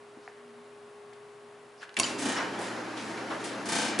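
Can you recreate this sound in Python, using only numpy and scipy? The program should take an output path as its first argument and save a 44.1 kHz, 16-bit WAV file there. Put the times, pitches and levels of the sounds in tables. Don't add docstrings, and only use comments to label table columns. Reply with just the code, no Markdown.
import sys
import numpy as np
from scipy import signal
from scipy.fft import rfft, irfft, next_fast_len
from scipy.io import wavfile
from scipy.ndimage import map_coordinates

SR = 44100
rng = np.random.default_rng(int(sys.argv[2]) if len(sys.argv) > 2 else 0)


def output_pcm(signal):
    pcm = np.clip(np.atleast_2d(signal).T, -1, 1) * 32767
    wavfile.write(sys.argv[1], SR, np.round(pcm).astype(np.int16))


N = 176400
CLANG_S = 2.038


def amp(db):
    return 10 ** (np.asarray(db) / 20)


def unit(x):
    return x / np.sqrt(np.mean(x ** 2) + 1e-20)


def clock(size=N):
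    return np.arange(size) / SR


def along(points, hz):
    f, v = np.transpose(points)
    return np.interp(np.log(hz + 1), np.log(f + 1), v)


def curve(rows):
    return np.interp(clock(), *np.transpose(rows))


def wobble(rate):
    return map_coordinates(rng.standard_normal(4000), [clock() * rate], mode="mirror")


def filtered(x, response):
    m = next_fast_len(x.shape[-1] + 8192)
    return irfft(rfft(x, m) * response(np.fft.rfftfreq(m, 1 / SR)), m)[..., :x.shape[-1]]


def stereo(pair, colour):
    # frequency_hz, side_minus_mid_db
    width = [(60, -9), (125, -21), (250, -17.5), (500, -10.5), (2000, -8.5), (4000, -9), (9000, -10.5)]
    mid, side = filtered(pair, lambda hz: amp([colour(hz), colour(hz) + along(width, hz)]))
    return np.array([mid + side, mid - side])


def noise(colour, size=N):
    return unit(stereo(rng.standard_normal((2, size)), colour))


def hump(centre_hz, octaves):
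    def colour(hz):
        detuning = np.log2((hz + 1) / centre_hz) / octaves
        return -20 * np.log10(1 + detuning ** 2 / 2 + detuning ** 4 / 20)
    return colour


def tilted(points, tilt_db):
    return lambda hz: along(points, hz) + tilt_db * np.log2(hz + 1)


def burst(colour, attack, hold, t60):
    t = clock(SR // 2)
    decay = amp(-60 * np.maximum(t - hold, 0) / t60)
    return noise(colour, size=len(t)) * np.minimum(t / attack, 1) * decay


def ring(modes, contact_s=0.00053):
    t = clock(SR // 2)
    vibration = sum(amp(db - 60 * t / t60) * np.sin(2 * np.pi * hz * t + rng.uniform(0, 2 * np.pi))
                    for hz, db, t60 in modes)
    return np.minimum(t / contact_s, 1) * vibration * np.sqrt(2)


def tones(partials, waver_s):
    return sum(amp(db) * np.sqrt(2) * np.sin(2 * np.pi * hz * (clock() + waver_s * wobble(5.89)))
               for hz, db in partials)


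def steady(x, seconds):
    power = signal.fftconvolve(np.mean(x ** 2, 0), np.hanning(round(2 * seconds * SR)), "same")
    return unit(x / np.sqrt(np.abs(power) + 1e-9))


def add(out, start_s, x):
    i = round(start_s * SR)
    out[:, i:i + x.shape[-1]] += x[..., :max(N - i, 0)]


def ventilation():
    # frequency_hz, density_db
    air_spectrum = [(25, 0), (80, -13), (140, -3.5), (240, -7.5), (330, 0.5), (700, 1.5), (1200, -1),
                    (2500, -9.5), (6000, -20), (11000, -21)]
    # time_s, level_db
    fan_levels = [(0, -53.5), (.7, -50.5), (1.2, -50), (1.55, -52), (1.9, -57.5)]
    # pitch_hz, relative_db
    fan_partials = [(411.9, -1), (1101, -16.5), (121.6, -21.5)]
    air = amp(-54.5) * noise(lambda hz: along(air_spectrum, hz))
    drone_db = -63.5 - 4.5 * clock() + 3.5 * wobble(3.9)
    drone = amp(drone_db) * noise(hump(centre_hz=240.4, octaves=0.038))
    return air + drone + amp(curve(fan_levels)) * tones(fan_partials, waver_s=0.0001)


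def pendant():
    # start_s, level_db, centre_hz, width_octaves, t60_s
    ticks = [(0.171, -46, 274, 0.23, 0.095), (1.132, -55.5, 2470, 0.72, 0.079),
             (1.827, -35, 1680, 0.23, 0.05), (1.8925, -42, 2200, 0.5, 0.016),
             (1.942, -45, 3000, 0.91, .014), (1.9672, -24, 2430, 0.25, 0.064),
             (1.967, -31, 2740, 1.1, 0.084)]
    # start_s, length_s, level_db, centre_hz, width_octaves
    rubs = [(0.188, .11, -68, 4900, 0.37), (1.767, 0.044, -62, 5200, 0.14), (1.802, 0.037, -48, 1860, 0.77)]
    # start_s, level_db
    knocks = [(.2776, -35.5), (1.128, -45)]
    # pitch_hz, relative_db, t60_s
    shell_modes = [(700, -5.5, 0.027), (1260, 3.5, 0.0032), (1800, 7, 0.0052)]
    out = np.zeros((2, N))
    for start, db, hz, octaves, t60 in ticks:
        add(out, start, amp(db) * burst(hump(hz, octaves), attack=0.0002, hold=0.00033, t60=t60))
    for start, length, db, hz, octaves in rubs:
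        add(out, start, amp(db) * burst(hump(hz, octaves), attack=length / 2, hold=length, t60=0.079))
    for start, db in knocks:
        add(out, start, amp(db) * ring(shell_modes))
    return out


def hall_tail():
    # frequency_hz, t60_s
    decay_times = [(200, 0.33), (2000, 1), (6000, 0.47), (11000, 0.13)]
    hz, t, spectra = signal.stft(rng.standard_normal((2, SR // 2)), SR, nperseg=256)
    decay = amp(-60 * t / along(decay_times, hz)[:, None])
    tail = signal.istft(spectra * decay, SR, nperseg=256)[1][:, :SR // 2]
    return tail / np.linalg.norm(tail[0])


def reverberation(direct):
    echo = signal.fftconvolve(direct.mean(0)[None], hall_tail(), axes=1)[:, :N]
    return amp(-9.5) * stereo(echo, np.zeros_like)


def clinks(per_s=260, centre_hz=1085.6, log_spread=1.2, t60=0.13):
    out, t = np.zeros((2, N)), clock(SR // 8)
    for when, pitch, size, place in rng.random((int(per_s * N / SR), 4)):
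        hz = centre_hz * np.exp(log_spread * (2 * pitch - 1))
        energy = -np.log(1 - size) / hz
        link = np.sin(2 * np.pi * hz * t) * amp(-60 * t / t60) * np.sqrt(energy)
        add(out, when * N / SR, np.outer([place + .5, 1.5 - place], link))
    return unit(out)


def conveyor(start_s=1.97, spin_up_s=0.0064, clatter_per_s=53):
    # time_s, relative_db
    rumble_levels = [(2.06, -38), (3.346, -40), (3.96, -36.5)]
    # frequency_hz, density_db
    rumble_spectrum = [(25, -47), (50, -50), (70, -25), (140, -19.5), (200, -4), (300, 0), (420, -8),
                       (650, -31), (1500, -49)]
    # time_s, level_db
    roller_levels = [(2.05, -37.5), (2.2, -41), (2.45, -38.5), (2.75, -38), (2.95, -39.5), (3.25, -39),
                     (3.6, -39.5), (3.95, -37)]
    # frequency_hz, density_db
    roller_spectrum = [(200, -32), (500, 2), (900, -1.5), (1600, -2), (2400, -9), (3300, -14.5),
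                       (5000, -15.5), (7000, -20), (9000, -28.5), (11000, -22.5)]
    # pitch_hz, level_db
    motor_partials = [(119.7, -56), (317.6, -54.5), (411, -57.5), (765, -64), (925, -54), (3165, -69)]
    low_noise = steady(noise(lambda hz: along(rumble_spectrum, hz)), seconds=0.027)
    rumble = amp(curve(rumble_levels) - 3) * low_noise
    clatter = amp(curve(roller_levels) + 0.5 * wobble(clatter_per_s))
    rolling = noise(lambda hz: along(roller_spectrum, hz))
    rollers = clatter * unit(rolling + amp(-5) * clinks())
    running = np.clip((clock() - start_s) / spin_up_s, 0, 1)
    return running * (rumble + rollers + tones(motor_partials, waver_s=0.00013))


def switchgear(lead_s=0.0095, lead_db=-11):
    # start_s, level_db, left_minus_right_db, tilt_db_per_octave
    clacks = [(1.9977, -14, -2.5, 0.5), (3.9978, -16, -1, -0.5)]
    # frequency_hz, density_db
    blow_spectrum = [(100, -4), (400, 1), (1100, -18), (1600, -9), (2600, 0), (3700, -5), (6400, -5),
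                     (11000, -5)]
    # pitch_hz, relative_db, t60_s
    housing_modes = [(690, -13, 0.033), (1067, -14, 0.062), (2200, -10.5, 0.031), (2710, -5.5, 0.02),
                     (4610, -18, 0.065), (5810, -10.5, 0.04), (6920, -10, 0.035), (8600, -10, 0.035)]
    out = np.zeros((2, N))
    for start, db, pan_db, tilt in clacks:
        colour = tilted(blow_spectrum, tilt)
        lead = burst(colour, attack=0.001, hold=0.0028, t60=0.027)
        blow = burst(colour, attack=0.0013, hold=0.0016, t60=0.017) + ring(housing_modes)
        add(out, start - lead_s, amp(db + lead_db) * lead)
        add(out, start, amp(db + pan_db * np.array([[.5], [-.5]])) * blow)
    return out


def valves():
    # start_s, length_s, level_db, tilt_db_per_octave
    exhausts = [(1.997, 0.008, -36.5, 3), (2.028, 0.058, -38, -3), (2.179, 0.056, -38, -0.5),
                (2.352, 0.015, -48, 5), (2.587, 0.011, -43, 6), (2.604, 0.062, -43.5, -2.5),
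                (2.979, 0.14, -48, -4), (3.4, 0.017, -49, -3), (3.44, 0.0071, -38, -1)]
    # frequency_hz, density_db
    jet_spectrum = [(500, -15), (2000, 5), (5000, 4), (8000, 4), (11000, 0.5)]
    out = np.zeros((2, N))
    for start, length, db, tilt in exhausts:
        hiss = burst(tilted(jet_spectrum, tilt), attack=length * 0.18, hold=length, t60=0.38)
        add(out, start, amp(db) * hiss)
    return out


def clang(tick_s=2.0333, tick_hz=4770, tick_db=-13, tick_t60_s=0.0057):
    # pitch_hz, relative_db, t60_s
    steel_modes = [(3850, -9, 0.095), (4720, -10, 0.13), (6160, -10, .2), (7040, -4, .12)]
    out = np.zeros((2, N))
    add(out, tick_s, ring([(tick_hz, tick_db, tick_t60_s)]))
    add(out, CLANG_S, amp(-32.5) * ring(steel_modes))
    return out


def clang_band():
    out = np.zeros((2, N))
    band = burst(hump(centre_hz=3020, octaves=0.034), attack=0.0036, hold=0.015, t60=0.041)
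    add(out, CLANG_S, amp(-33.5) * band)
    return out


def panel_lift(hz):
    # centre_hz, width_hz, lift_db
    resonances = [(257, 17, 4), (495.5, 34, 12), (677, 35, 9.5), (900, 55, 13), (1222, 37, 6),
                  (1573, 120, 7), (1847, 25, 15.5), (2368, 54, 10), (2977, 63, 10.5)]
    return sum(db / (1 + (2 * (hz - centre) / width) ** 2) for centre, width, db in resonances)


def surges(crest=0.34, foot=0.3, rise_s=0.003, jitter_s=0.00005, scatter_db=0.75):
    # start_s, length_s, puffs_per_s, level_db, tilt_db_per_octave
    flutters = [(2.186, 0.17, 30.2, -31.5, -1.46), (3.655, 0.22, 31.1, -29.5, 0)]
    # frequency_hz, density_db
    puff_spectrum = [(50, -40.5), (140, -7), (255, 10), (400, -4.5), (900, -5.5), (1800, -5.5), (3500, -6),
                     (6500, -4), (11000, -4.5)]
    out = np.zeros((2, N))
    for start, length, rate, db, tilt in flutters:
        train = np.zeros((2, N))
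        puff = hall_tail() * np.minimum(clock(SR // 2) / rise_s, 1)
        for delay in np.arange(10) / rate:
            strength = np.interp(delay / length, [0, crest, 1, 1.2], [foot, 1, foot, 0])
            late, louder = rng.standard_normal(2)
            add(train, start + delay + jitter_s * late, strength * amp(scatter_db * louder) * puff)
        sound = stereo(train, lambda hz: tilted(puff_spectrum, tilt)(hz) + panel_lift(hz))
        out += amp(db) * unit(sound) * np.sqrt(length * SR / N)
    return out


def rattles():
    # start_s, length_s, level_db, centre_hz, width_octaves
    movements = [(2.228, 0.024, -34.5, 273, 0.26), (2.333, 0.077, -32.5, 1320, 0.51),
                 (2.359, 0.076, -36, 520, 0.86), (2.363, 0.0086, -43, 5500, 0.076),
                 (2.582, 0.014, -35, 590, 0.8), (2.957, 0.027, -42.5, 2950, 0.68),
                 (3.171, 0.0087, -43, 1780, 0.62), (3.29, 0.029, -33.5, 885, 0.71),
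                 (3.439, 0.077, -46, 2510, 0.59)]
    out = np.zeros((2, N))
    for start, length, db, hz, octaves in movements:
        add(out, start, amp(db) * burst(hump(hz, octaves), attack=length * 0.67, hold=length, t60=0.33))
    return out


def scene():
    # time_s, left_minus_right_db
    balance = [(0, 0.5), (1.3, 2), (1.98, 0.3), (2.5, 0), (3.2, 0.4), (3.8, 1.3)]
    background = ventilation()
    contacts = pendant() + switchgear() + clang()
    echo = reverberation(contacts)
    machine = clang_band() + conveyor() + rattles() + valves() + surges()
    return (background + contacts + echo + machine) * amp(np.outer([.5, -.5], curve(balance)))


def record(dry):
    low_cut_hz, top_hz = 91, 11080
    thinned = signal.sosfilt(signal.butter(2, low_cut_hz, "high", fs=SR, output="sos"), dry)
    return filtered(thinned, lambda hz: 1 / (1 + (hz / top_hz) ** 300))


dry = scene()
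out = record(dry)
output_pcm(out)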